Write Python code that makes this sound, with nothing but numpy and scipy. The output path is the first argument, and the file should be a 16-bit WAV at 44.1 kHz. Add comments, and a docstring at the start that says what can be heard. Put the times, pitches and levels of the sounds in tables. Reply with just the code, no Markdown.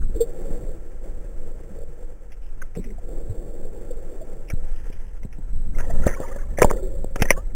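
"""A hand brush scrubs a boat hull in spells, heard from a small camera under water that then rises to the surface.
From the start bristle grains swish and hiss, scrapes crunch, bubbles ring and water sways against the housing.
Blows set the housing's modes clacking: a few knocks early on, and the loudest late, among the breaking waves.
Those late waves bring slosh, bursting drops and tinkling froth.
Throughout, the camera holds each sample at 8 kHz, mirroring the dull sound into a thin treble sizzle."""
import sys
import numpy as np
from scipy import signal
from scipy.fft import rfft
from scipy.io import wavfile

SR = 44100
rng = np.random.default_rng(int(sys.argv[2]) if len(sys.argv) > 2 else 0)


def wrap_up_sound(samples):
    """Save the sound to the file named by the first command line argument, as 16-bit audio."""
    columns = np.atleast_2d(samples).T
    # keep every value between -1 and 1, then stretch to whole-number steps
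    tamed = np.clip(columns, -1, 1)
    steps = np.round(tamed * 32767).astype(np.int16)
    wavfile.write(sys.argv[1], SR, steps)


N = 332953
T = np.arange(N) / SR

# strength of the flow past the moving camera: (time [s], relative level [dB])
FLOW = [(0, -20), (0.15, -25), (0.33, -32), (0.57, -25), (0.92, -31.5), (1.17, -27), (2.45, -32.5),
        (3.05, -26), (4.3, -31.5), (4.6, -25.5), (5.33, -29.5), (5.62, -21), (5.9, -20.5), (6.02, -13.5),
        (6.2, -29), (6.5, -22.5), (6.65, -22.5), (7.55, -25.5)]
# colour of the slow pressure swings: (frequency [Hz], relative level [dB])
SWAY_COLOUR = [(3, -19), (8, 1.5), (14, 8), (24, -4), (40, -9), (65, -24), (120, -36.5), (250, -57)]
# colour of the small eddies: (frequency [Hz], relative level [dB])
EDDY_COLOUR = [(40, -4.5), (70, 12), (130, 0.5), (230, -2.5), (400, -21)]
SWAY_DB = 4  # pressure swings, relative to the flow
# eddy level at a usual flow [dB], that flow [dB], and eddy dB gained per dB of flow
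EDDY_DB, EDDY_FLOW_DB, EDDY_GROWTH = -47.5, -27, 1.54

# waves breaking over the camera:
# (start [s], relative slosh level [dB], relative spray level [dB], rise [s], decay time constant [s])
WAVES = [(5.728, -39, -40.5, 0.046, 0.29), (5.87, -42, -37.5, 0.019, 0.095),
         (6.0, -33.5, -34.5, 0.054, 0.2), (6.195, -36.5, -40, 0.028, 0.18),
         (6.59, -23.5, -32.5, 0.028, 0.074), (6.735, -30.5, -53.5, 0.034, 0.19),
         (7.13, -34, -40, 0.11, 0.1), (7.49, -50.5, -62, 0.03, 0.15)]
# colour of the sloshing water: (frequency [Hz], relative level [dB])
SLOSH_COLOUR = [(120, -42.5), (200, -6.5), (295, -8), (381, -1), (426, -5), (542, 6.5), (654, -17.5),
                (705, -24.5), (1050, -27), (1200, -39), (1560, -45), (2640, -120)]
# colour of the bursting drops: (frequency [Hz], relative level [dB])
SPRAY_COLOUR = [(470, 15), (800, 4.5), (907, 6.5), (1230, -14), (1330, 8.5), (1490, -40), (1750, 8),
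                (2120, -46.5), (2440, -11.5), (3420, -14.5), (3900, -36), (5070, -44.5), (8580, -120)]

# shoves of water on the housing: (time of the slam [s], relative level [dB], time constant [s])
SHOVES = [(0.153, -11, 0.011), (4.538, -9.5, 0.0031), (5.254, -24, 0.0023), (6.067, -3, 0.0019),
          (6.648, -7.5, 0.0068), (7.221, -2.5, 0.0018)]
# single bubbles: (start [s], peak level [dB], starting pitch [Hz], life [s], pitch rise per life [share])
BUBBLES = [(0.155, -26.5, 444, 0.021, .02), (0.204, -10.5, 462, 0.027, 0.005),
           (1.04, -39, 539, 0.025, 0.012), (1.70, -38, 190, 0.039, 0.034), (1.88, -41, 142, 0.042, 0.037),
           (2.775, -30.5, 174, 0.038, 0.025), (2.982, -39.5, 675, 0.011, 0.04),
           (3.293, -21.5, 94.3, 0.033, 0.036), (3.906, -24.5, 493, 0.018, 0.036),
           (4.211, -33, 617, 0.019, 0.049), (5.899, -27, 670, 0.013, 0.014),
           (6.621, -24, 588, 0.039, 0.013), (6.645, -5, 846, 0.004, 0.024),
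           (6.734, -20.5, 418, 0.006, 0.026), (6.825, -27.5, 375.4, 0.038, 0.014),
           (7.253, -26.5, 1825, 0.0082, 0.041), (7.327, -35, 1720, 0.012, 0.015),
           (7.362, -36, 1065, 0.035, 0.12)]

# knocks and slaps on the housing: (start [s], relative level [dB],
# contact frequency [Hz], low is a soft bump and high a hard tick, length [factor], splash [share of power, 0-1])
KNOCKS = [(0.096, -33, 170, 1, 0.3), (0.506, -25, 108.3, 0.45, 0), (0.632, -31, 130, 0.71, 0.8),
          (2.319, -43.5, 2800, 0.91, 0.7), (2.621, -37, 1670, 1, 0.03), (2.751, -38, 1540, 0.99, 0.75),
          (2.769, -22.5, 250, 0.48, 0.16), (2.794, -24, 150, 1, 0.12), (2.841, -41, 1900, 1, 0.47),
          (2.904, -49, 2400, 0.56, 0.2), (4.5, -29, 4080, 0.6, 0.14), (4.899, -32.5, 330, .95, 0.22),
          (4.926, -43, 4000, 0.74, .6), (5.231, -43, 1770, 1, .2), (5.249, -28.5, 220, 1, 0.06),
          (5.326, -46.5, 3520, .95, 0.9), (5.385, -29, 220, 1, 0.08), (5.63, -51, 80, 0.48, 0.2),
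          (5.785, -32, 1590, 0.26, 0), (5.802, -31.5, 1390, 0.28, 0.4), (5.987, -32.5, 600, 0.97, 0.3),
          (6.066, -10.5, 664, 1, .02), (6.076, -18, 1370, 0.77, 0.06), (6.2, -18.5, 370, 1, 0.2),
          (6.359, -27, 720, 0.86, 0.07), (6.584, -17, 696, 0.87, 0.15), (6.618, 0, 970, 0.92, 0.04),
          (6.629, -14, 3120, 0.28, 0.1), (6.644, -7.5, 480, 0.61, .12), (6.663, -22, 300, 0.71, 0.7),
          (6.709, -15.5, 576, .5, 0.29), (7.043, -23, 450, 0.18, 0.02), (7.158, -19.5, 1200, 0.32, .46),
          (7.202, -25, 250, 0.69, 0.6), (7.221, -11.5, 1670, 0.3, 0.8), (7.254, -25.5, 1300, 0.45, 0.16),
          (7.305, -3.5, 2740, 0.56, 0.05), (7.373, -24.5, 520, 0.96, 0.19)]
# housing modes before detuning: (frequency [Hz], 60 dB decay at length factor 1 [s], level within its register [dB])
HOUSING_MODES = [(114, 0.0024, 12.5), (213, 0.021, -18), (527, 0.038, 17.5), (546.7, 0.043, 32),
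                 (700, 0.012, -17), (835, 0.0028, -20), (999, 0.071, -17), (1240, 0.039, -13.5),
                 (1760, 0.029, 10), (1873, 0.03, 20), (2130, 0.048, -13), (2870, 0.023, -10)]
# edges of the housing's four registers, thud, body, ring and crack: (frequency [Hz])
REGISTER_EDGES = [70, 380, 780, 1600, 2800]
# how readily thud, body, ring and crack answer a blow: (relative level [dB])
REGISTER_ANSWER = [-2.0, -0.5, -10, 0.1]
# fall of a blow's force on either side of its contact frequency
ABOVE_CONTACT_DB_PER_OCT, BELOW_CONTACT_DB_PER_OCT = 15, 3
# share by which the crack rises per octave of contact frequency above the usual one
CRACK_RISE_PER_OCT, USUAL_CONTACT_HZ = 0.11, 1300

# crunchy scrapes and squirts, and the brief crack that goes with the knock at 2.62 s: (start [s], length [s],
# rms level [dB], centre frequency [Hz])
SCRAPES = [(0.01, 0.032, -54.5, 1370), (0.141, 0.1, -40, 339), (1.764, 0.11, -44.5, 485),
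           (2.405, 0.11, -68.5, 2670), (2.616, 0.011, -35.5, 1480), (2.748, 0.059, -37, 423),
           (2.761, 0.17, -66.5, 2220), (2.8, 0.19, -45.5, 212), (2.851, 0.091, -45.5, 400),
           (4.471, 0.035, -55.5, 2400), (4.493, 0.049, -53, 630), (4.495, 0.039, -49.5, 1600),
           (4.578, 0.65, -65.5, 1810), (4.598, 0.57, -69, 2720), (5.777, 0.052, -41.5, 1570),
           (6.027, 0.14, -41.5, 1740), (6.151, 0.27, -56, 1770), (6.19, 0.094, -50, 980),
           (6.57, 0.038, -34.5, 1960), (6.688, 0.029, -39, 1890), (6.703, 0.0106, -24, 1060),
           (7.187, 0.07, -43.5, 2250), (7.274, 0.056, -38, 1950)]

# spells of scrubbing:
# (start [s], time from start to release [s], relative swish level [dB], bristle hiss level [dB])
STROKES = [(0.09, 0.51, -39.5, -57), (0.954, 0.8, -47.5, -62.5), (1.904, 0.067, -48.5, -73),
           (3, 0.63, -41.5, -63.5), (3.707, 0.69, -44, -60.5), (4.53, 0.41, -66, -59.5)]
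# colour of the swish against the hull: (frequency [Hz], relative level [dB])
HULL_COLOUR = [(110, -7), (180, -6), (259, -11), (337, -2), (414, -7), (452, -1.5), (478, 0), (521, -2),
               (699, -19), (813, -19), (931, -44.5), (1140, -27.5), (1200, -51), (1560, -77), (2640, -120)]
# colour of the hissing bristle tips: (frequency [Hz], relative level [dB])
BRISTLE_COLOUR = [(500, -2), (850, 2.5), (929, -0.5), (1210, -7), (1340, 1.5), (1470, -6), (1590, -1.5),
                  (2610, -11.5), (3520, -17.5), (3900, -97), (5070, -38), (8580, -120)]
STROKE_ATTACK_S, STROKE_RELEASE_S = 0.11, 0.23
# water that keeps brushing past the hull between spells, on the scales of the spells' swish and hiss
WASH_SWISH_DB, WASH_HISS_DB = -58, -62

CAMERA_HZ, TOP_HZ = 8000, 15800  # sampling rate, and the top of what is let through


def undb(db):
    """Decibels to gain."""
    return 10 ** (np.asarray(db) / 20)


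def unit(x):
    """Scale to rms 1."""
    return x / np.sqrt(np.mean(x ** 2) + 1e-18)


def add(out, start, x):
    """Mix x into out from a start time in seconds."""
    i = max(int(start * SR), 0)
    out[i:i + len(x)] += x[:max(N - i, 0)]


def band(x, lo_hz, hi_hz):
    """Band-pass."""
    return signal.sosfilt(signal.butter(3, [lo_hz, hi_hz], "band", fs=SR, output="sos"), x)


def colour(x, points):
    """Weight the spectrum of x by a colour table, falling steeply past both ends; rms 1."""
    hz, db = np.transpose(points)
    octave = np.log2(np.maximum(np.fft.rfftfreq(N, 1 / SR), 1))
    known = np.log2(hz)
    beyond = np.abs(octave - np.clip(octave, known[0], known[-1]))
    weight = undb(np.interp(octave, known, db) - 25 * beyond)  # 25 dB per octave past the ends
    return unit(np.fft.irfft(rfft(x) * weight, N))


def walk(rate):
    """Smooth random wander with a spread near 1, taking rate steps per second."""
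    steps = rng.standard_normal(2048)
    return 1.2 * np.interp(T * rate, np.arange(len(steps)), steps)


def grains(rate, spread_db):
    """Tiny random impulses of uneven size, rate per second on average."""
    hit = rng.random(N) < rate / SR
    sign = np.sign(rng.standard_normal(N))
    return hit * sign * undb(spread_db * np.minimum(rng.exponential(size=N), 5))


def swell(start, attack_s, hold_s, release_s):
    """Envelope that rises, starts to die away hold_s after its start, and fades exponentially."""
    age = T - start
    return np.clip(age / attack_s, 0, 1) * np.exp(-np.maximum(age - hold_s, 0) / release_s)


def flow():
    """The moving camera feels slow pressure swings, and small eddies that grow faster than the flow."""
    flow_db = np.interp(T, *np.transpose(FLOW))
    swings = colour(rng.standard_normal(N), SWAY_COLOUR)
    eddies = colour(rng.standard_normal(N) * undb(2.5 * walk(19)), EDDY_COLOUR)
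    eddy_db = EDDY_DB + EDDY_GROWTH * (flow_db - EDDY_FLOW_DB)
    return undb(flow_db + SWAY_DB) * swings + undb(eddy_db) * eddies


def bubble(hz, life, rise):
    """A pocket of air pinches off, swells into a ring and dies away, rising in pitch; peak near 1."""
    age = T[:int(4 * life * SR)] / life
    envelope = age ** 1.2 * np.exp(-3.6 * age)
    return envelope / envelope.max() * np.sin(2 * np.pi * hz * life * age * (1 + rise * age / 2))


def froth(rate, cycles, spread_db, low_hz=600, high_hz=2250):
    """A swarm of small bubbles of mixed pitch and strength, each living for a set number of cycles."""
    out = np.zeros(N)
    for when, size, strength in rng.random((int(rate * N / SR), 3)):
        hz = low_hz + (high_hz - low_hz) * size
        gain = undb(-spread_db * np.log(max(strength, 0.02)))
        add(out, when * N / SR, gain * bubble(hz, cycles / hz, rise=0.021))
    return unit(out)


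def surface():
    """Water sloshes round the camera in surges; drops burst on it and froth tinkles."""
    slosh = spray = 0
    for start, slosh_db, spray_db, rise_s, decay_s in WAVES:
        wave = swell(start, rise_s, rise_s, decay_s)
        slosh = np.hypot(slosh, wave * undb(slosh_db))
        spray = np.hypot(spray, wave * undb(spray_db))
    surge = undb(1.5 * walk(28))
    gurgle = colour(grains(rate=1100, spread_db=-2.0) * surge, SLOSH_COLOUR)
    drops = colour(grains(rate=1400, spread_db=4.0) * surge, SPRAY_COLOUR)
    fizz = unit(drops + undb(-2.5) * froth(rate=480, cycles=16.5, spread_db=6.5))
    return undb(-2.0) * (slosh * gurgle + spray * fizz)


def shoves():
    """Suction builds, the water slams back, and the pressure eases off."""
    out = np.zeros(N)
    for slam, db, tau in SHOVES:
        age = (T - slam) / tau
        out += undb(db) * np.tanh(age / 0.54) * np.exp(-np.abs(age))
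    return out


def bubbles():
    """Single bubbles, each a pocket of air ringing at its own pitch."""
    out = np.zeros(N)
    for start, db, hz, life, rise in BUBBLES:
        add(out, start, undb(db) * bubble(hz, life, rise))
    return out


def contact(contact_hz):
    """Share of a blow that goes to each register: a soft, slow contact cannot drive the high ones."""
    edges = np.log2(REGISTER_EDGES)
    above = (edges[:-1] + edges[1:]) / 2 - np.log2(contact_hz)  # octaves
    fall = np.hypot(undb(ABOVE_CONTACT_DB_PER_OCT * above), undb(-BELOW_CONTACT_DB_PER_OCT * above))
    force = undb(REGISTER_ANSWER) / fall
    return force / np.linalg.norm(force)


def register_modes(t, lo, hi, shift, tuning, length):
    """Sum of the decaying housing modes that lie in one register."""
    modes = np.zeros(len(t))
    for (hz, t60, db), detune in zip(HOUSING_MODES, tuning):
        if lo <= hz < hi:  # a mode above the top edge stays silent
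            decay = np.exp(-np.log(1000) * t / (t60 * length))
            modes += undb(db) * np.sin(2 * np.pi * hz * detune * shift * t) * decay
    return modes


def knocks():
    """A blow and a brief splatter ring the housing, and displaced water hisses after; contact balances registers."""
    out, t = np.zeros(N), T[:SR // 6]
    head = SR // 50  # levels are set over the first fiftieth of a second
    splatter, splatter_s = 0.6, 0.0051  # strength against the blow, decay at length factor 1
    splash_s, splash_rise_s = 0.013, 0.00023  # decay at length factor 1, rise
    for start, db, contact_hz, length, wet in KNOCKS:
        length = max(length, 0.2)
        push = rng.standard_normal(len(t)) * np.exp(-t / (splatter_s * length))
        push *= splatter / np.linalg.norm(push)
        push[0] += 1  # the blow itself
        water = rng.standard_normal(len(t)) * np.exp(-t / (splash_s * length))
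        water *= 1 - np.exp(-t / splash_rise_s)
        tuning = 1 + 0.035 * rng.standard_normal(len(HOUSING_MODES))
        # a harder contact rings the top register a little higher
        shifts = [1, 1, 1, 1 + CRACK_RISE_PER_OCT * np.log2(contact_hz / USUAL_CONTACT_HZ)]
        registers = zip(REGISTER_EDGES, REGISTER_EDGES[1:], contact(contact_hz), shifts)
        for lo, hi, share, shift in registers:
            modes = register_modes(t, lo, hi, shift, tuning, length)
            ring = band(signal.fftconvolve(push, modes)[:len(t)], lo * shift, hi)
            splash = band(water, lo, hi)
            dry_part = np.sqrt(1 - wet) * ring / np.std(ring[:head])
            wet_part = np.sqrt(wet) * splash / np.std(splash[:head])
            add(out, start, share * undb(db - 8.0) * (dry_part + wet_part))
    return out


def scrapes():
    """Bristles or water drag over an edge: a brief swell of grains in one resonance."""
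    width = 0.34  # of the resonance, as a share of its centre
    out = np.zeros(N)
    for start, length, db, hz in SCRAPES:
        t = T[:int(length * SR)]
        # grain size changes about every millisecond
        size_db = 7.5 * np.minimum(rng.exponential(size=1024), 3.1)
        size = np.repeat(undb(size_db), SR // 1000)[:len(t)]
        noise = size * rng.standard_normal(SR)[:len(t)]
        crunch = band(noise, hz / (1 + width / 2), hz * (1 + width / 2))
        add(out, start, undb(db) * unit(crunch * np.sin(np.pi * t / length)))
    return out


def brush():
    """Bristles catch and flick free in tufts: the swish booms dully against the hull and the tips hiss."""
    swish, hiss = undb(WASH_SWISH_DB), undb(WASH_HISS_DB)
    for start, length, swish_db, hiss_db in STROKES:
        effort = swell(start, STROKE_ATTACK_S, length, STROKE_RELEASE_S)
        swish = np.hypot(swish, effort * undb(swish_db))
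        hiss = np.hypot(hiss, effort * undb(hiss_db))
    tufts = undb(1.4 * walk(45))
    hull = colour(grains(rate=2500, spread_db=1.0) * tufts, HULL_COLOUR)
    tips = colour(grains(rate=5000, spread_db=1.0) * tufts, BRISTLE_COLOUR)
    return undb(1.5) * swish * hull + hiss * tips


def scene():
    """Everything reaches one microphone inside the housing, after a 10 ms fade-in."""
    fade = np.minimum(T / 0.01, 1)
    scrubbing = brush() + scrapes()
    water = surface() + flow() + shoves() + bubbles()
    return (fade * (scrubbing + water + knocks()))[None]


def record(dry):
    """Sample at a low rate, clip at full scale, hold each sample until the next, and cut the top."""
    common = np.gcd(CAMERA_HZ, SR)
    slow = signal.resample_poly(dry, CAMERA_HZ // common, SR // common, axis=1, padtype="edge")
    slow = np.clip(slow, -1, 1)
    held = slow[:, np.arange(N) * CAMERA_HZ // SR]  # the steps mirror the low sound into the treble
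    return signal.sosfilt(signal.ellip(8, 0.2, 70, TOP_HZ, fs=SR, output="sos"), held)


dry = scene()
out = record(dry)
wrap_up_sound(out)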